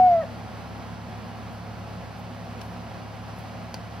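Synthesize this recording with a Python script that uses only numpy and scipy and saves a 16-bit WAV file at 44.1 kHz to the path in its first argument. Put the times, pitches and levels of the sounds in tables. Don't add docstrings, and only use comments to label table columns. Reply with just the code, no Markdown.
import sys
import numpy as np
from scipy import signal
from scipy.fft import rfft, irfft
from scipy.io import wavfile

SR = 44100
rng = np.random.default_rng(int(sys.argv[2]) if len(sys.argv) > 2 else 0)


def digitize_waveform(pressure):
    field = np.atleast_2d(pressure).T
    bounded = np.clip(field, -1, 1)
    quanta = np.round(bounded * 32767).astype(np.int16)
    wavfile.write(sys.argv[1], SR, quanta)


N = 176400
T, HZ = np.arange(N) / SR, np.arange(N // 2 + 1) * SR / N

WASH_DB, WASH_FLICKER_DB = -40, .5
ENGINE_HZ, ENGINE_WANDER, ENGINE_PAN_DB, TONE_WAVER_DB = 35.78, .003, -.5, 1.5
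SWELL_AT_S, SWELL_WIDTH_S, SWELL_HZ, SWELL_DB = 1.978, .022, 180, -36
STEP_ATTACK_S, GRAINS_PER_S = .015, 2000
CRACK_HOLD_S, CRACK_DECAY_S, RING_DB, RING_DECAY_S = .0018, .0012, -3.5, .0038
PEN_T60_S, PEN_TAIL_DB, CALL_PAN_DB, CALL_RIGHT_LAG_S = .5, -25, .8, .000065
JITTER, SHIMMER_DB, OVERTONE_WAVER_DB, CALL_RELEASE_S = .002, .15, 2.5, .005
SLACK_FALL_HZ, SLACK_ROUGH = 100, 3.0
NOTCH_STEP_HZ, NOTCH_FEEDBACK, NOTCH_LEAK, CUTOFF_HZ = 300, .8, .04, 15750


def from_db(db):
    return 10 ** (np.asarray(db) / 20)


def unit_power(x):
    return x / np.sqrt(np.mean(x ** 2) + 1e-20)


def over_hz(points):
    hz, value = np.transpose(points)
    return np.interp(np.log(HZ + 1e-9), np.log(hz), value)


def pan(db):
    return from_db(np.array([[.5], [-.5]]) * db)


def drift(rate_hz):
    spectrum = rfft(rng.standard_normal(N)) / (1 + (HZ / rate_hz) ** 2)
    return unit_power(irfft(spectrum * (HZ > 0), N))


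def diffuse_noise(gain):
    # (frequency [Hz], side against mid [dB])
    widths = [(30, -2), (55, 1), (95, 2), (135, -4), (175, -7), (210, -6.5), (350, -7.5), (520, -11),
              (750, -10), (1600, -6.3), (4200, -7.2), (5700, -6.5), (8000, -7), (10000, -5), (12000, -1.7)]
    # (frequency [Hz], left lead [rad])
    lead = [(150, -.05), (450, -0.44), (750, -.27), (1150, -0.8), (1900, -.5), (4200, 0), (5800, -1.7),
            (7200, -2.5), (10000, -3), (12000, -4.5)]
    # (frequency [Hz], left over right [dB])
    balance = [(100, -.7), (750, .4), (1200, -1.6), (1900, -2.9), (3000, -2.6), (5700, .4), (12000, .8)]
    mid, side = np.exp(2j * np.pi * rng.random((2, len(HZ))))
    width = from_db(over_hz(widths))
    pair = (mid + width * side * [[1], [-1]]) / np.hypot(1, width)
    phase_shift = np.exp(1j * over_hz(lead) * [[.5], [-.5]])
    return unit_power(irfft(gain * pair * phase_shift * pan(over_hz(balance)), N))


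def wash():
    # (frequency [Hz], relative density [dB])
    spectrum = [(20, -31), (40, -8), (65, -2), (110, 2), (150, -1.5), (210, 3), (255, 1), (310, -5.5),
                (420, -5.5), (730, 1.5), (1000, -4.5), (1400, -8), (2000, -13), (2900, -15.5),
                (3700, -20.5), (4500, -19), (5900, -24), (7000, -31), (10000, -31), (15500, -40)]
    return from_db(WASH_DB + WASH_FLICKER_DB * drift(8)) * diffuse_noise(from_db(over_hz(spectrum)))


def machinery():
    # (multiple of the engine rate, level [dB], waver [dB])
    orders = [(1, -71, 0.5), (2, -49.5, 1.2), (3, -42.8, .6), (4, -57, 2), (5, -55, 2)]
    # (frequency [Hz], level [dB])
    steady_tones = [(100, -57), (119.5, -58), (173, -51.5), (308.5, -58), (1006, -64)]
    # (centre [Hz], half-width [Hz], starting level [dB], change [dB/s])
    resonances = [(176, 12, -50.5, 0), (238.5, 4, -49.5, -.5), (228, 25, -48, -2), (538.6, 5.4, -61, 0),
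                  (1154, 8, -63.5, 0)]
    phase = 2 * np.pi * np.cumsum(ENGINE_HZ * (1 + ENGINE_WANDER * drift(1.5))) / SR
    engine = sum(from_db(db + waver_db * drift(1.8)) * np.sin(k * phase + 2 * np.pi * rng.random())
                 for k, db, waver_db in orders)
    tones = sum(from_db(db + TONE_WAVER_DB * drift(2)) * np.sin(2 * np.pi * hz * T + drift(1))
                for hz, db in steady_tones)
    swell_shape = np.exp(-((T - SWELL_AT_S) / SWELL_WIDTH_S) ** 2 / 2)
    swell = from_db(SWELL_DB) * swell_shape * np.sin(2 * np.pi * SWELL_HZ * T)
    drones = sum(from_db(db + change * T) * diffuse_noise(1 / (1 + ((HZ - hz) / width) ** 2))
                 for hz, width, db, change in resonances)
    return np.sqrt(2) * (engine + tones + swell) * pan(ENGINE_PAN_DB) + drones


def paws():
    # (time [s], level [dB], decay [s])
    steps = [(1.525, -62, .04), (2.198, -61, .015), (2.63, -59.5, 0.069), (3.39, -54.5, 0.028)]
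    # (frequency [Hz], relative density [dB])
    rustle = [(1500, -14), (4000, -3), (7500, -6), (11500, 4), (15500, -5)]
    press = sum(from_db(db) * np.exp(-np.maximum((at - T) / STEP_ATTACK_S, (T - at) / decay))
                for at, db, decay in steps)
    grains = rng.standard_normal((2, N)) * (rng.random(N) < GRAINS_PER_S / SR)
    return press * unit_power(irfft(rfft(grains) * from_db(over_hz(rustle)), N))


def cracks():
    # (time [s], level [dB], left over right [dB], ring [Hz])
    breaks = [(1.579, -57, 0, 10500), (2.613, -42, 4, 5200), (2.616, -38.5, 4, 3420),
              (2.728, -58, 0, 13000), (3.7421, -27.5, 0.5, 4600)]
    # (frequency [Hz], relative density [dB])
    spectrum = [(300, -4), (750, 6), (1400, -2), (4200, -2), (6100, -3), (7000, -17), (9000, -7),
                (11000, -18), (15500, -21)]
    out, burst = 0, diffuse_noise(from_db(over_hz(spectrum)))
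    for at, db, pan_db, ring_hz in breaks:
        age = np.maximum(T - at, 0)
        snap = burst * np.exp(-np.maximum(age - CRACK_HOLD_S, 0) / CRACK_DECAY_S) * (T >= at)
        ring = from_db(RING_DB) * np.sin(2 * np.pi * ring_hz * age) * np.exp(-age / RING_DECAY_S)
        out = out + from_db(db) * pan(pan_db) * (snap + ring)
    return out


def pen(voice):
    # (delay [s], level against the voice [dB])
    echoes = [(.034, -35), (.071, -30), (.098, -30.5)]
    send = voice * np.minimum(T / .019, 1)
    early = voice + sum(from_db(db) * np.interp(T - delay, T, send, left=0) for delay, db in echoes)
    pair = np.array([early, np.interp(T - CALL_RIGHT_LAG_S, T, early)])
    scatter = rng.standard_normal((2, SR)) * from_db(-60 * T[:SR] / PEN_T60_S)
    tail = signal.fftconvolve(send[None], unit_power(scatter) / np.sqrt(SR), axes=1)[:, :N]
    return pair * pan(CALL_PAN_DB) + from_db(PEN_TAIL_DB) * tail


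def lynx_call():
    # (time [s], pitch [Hz], fundamental [dB], second harmonic [dB], third harmonic [dB])
    contour = [(0, 743, -12.5, -57, -53), (.066, 731, -13.5, -53, -55), (.094, 709.4, -16, -57, -57.5),
               (.13, 689, -16, -52.5, -51.5), (.172, 662, -20, -45.5, -50.5),
               (.205, 647.5, -23.5, -45, -56), (.221, 626.4, -30, -44, -43), (0.239, 543, -32.5, -48, -50),
               (.251, 500, -52, -50, -62)]
    times, *columns = np.transpose(contour)
    pitch, fundamental_db, *overtones_db = [np.interp(T, times, column) for column in columns]
    slack = np.clip((pitch[0] - pitch) / SLACK_FALL_HZ, 0, 1)
    roughness = 1 + SLACK_ROUGH * slack ** 2
    cycles_per_sample = pitch * (1 + JITTER * roughness * drift(90)) / SR
    phase = 2 * np.pi * (np.cumsum(cycles_per_sample) - cycles_per_sample)
    voice = from_db(fundamental_db) * np.sin(phase)
    for k, db in enumerate(overtones_db, 2):
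        voice += from_db(db + OVERTONE_WAVER_DB * drift(60.1)) * np.sin(k * phase)
    shimmer = from_db(SHIMMER_DB * roughness * drift(70))
    release = np.exp(-np.maximum(T - times[-1], 0) / CALL_RELEASE_S)
    return np.sqrt(2) * voice * shimmer * release


def scene():
    return pen(lynx_call()) + machinery() + wash() + paws() + cracks()


def record(dry):
    gap = np.zeros(SR // NOTCH_STEP_HZ - 1)
    pre_roll = SR // 10
    padded = np.hstack([-dry[:, pre_roll:0:-1], dry])
    feedforward = np.r_[1, gap, -1] * (1 + NOTCH_FEEDBACK) / 2
    notched = signal.lfilter(feedforward, np.r_[1, gap, -NOTCH_FEEDBACK], padded)
    combed = notched + NOTCH_LEAK * (padded - notched)
    lowpass = signal.ellip(10, .1, 80, CUTOFF_HZ, fs=SR, output="sos")
    return signal.sosfilt(lowpass, combed)[:, pre_roll:]


dry = scene()
out = record(dry)
digitize_waveform(out)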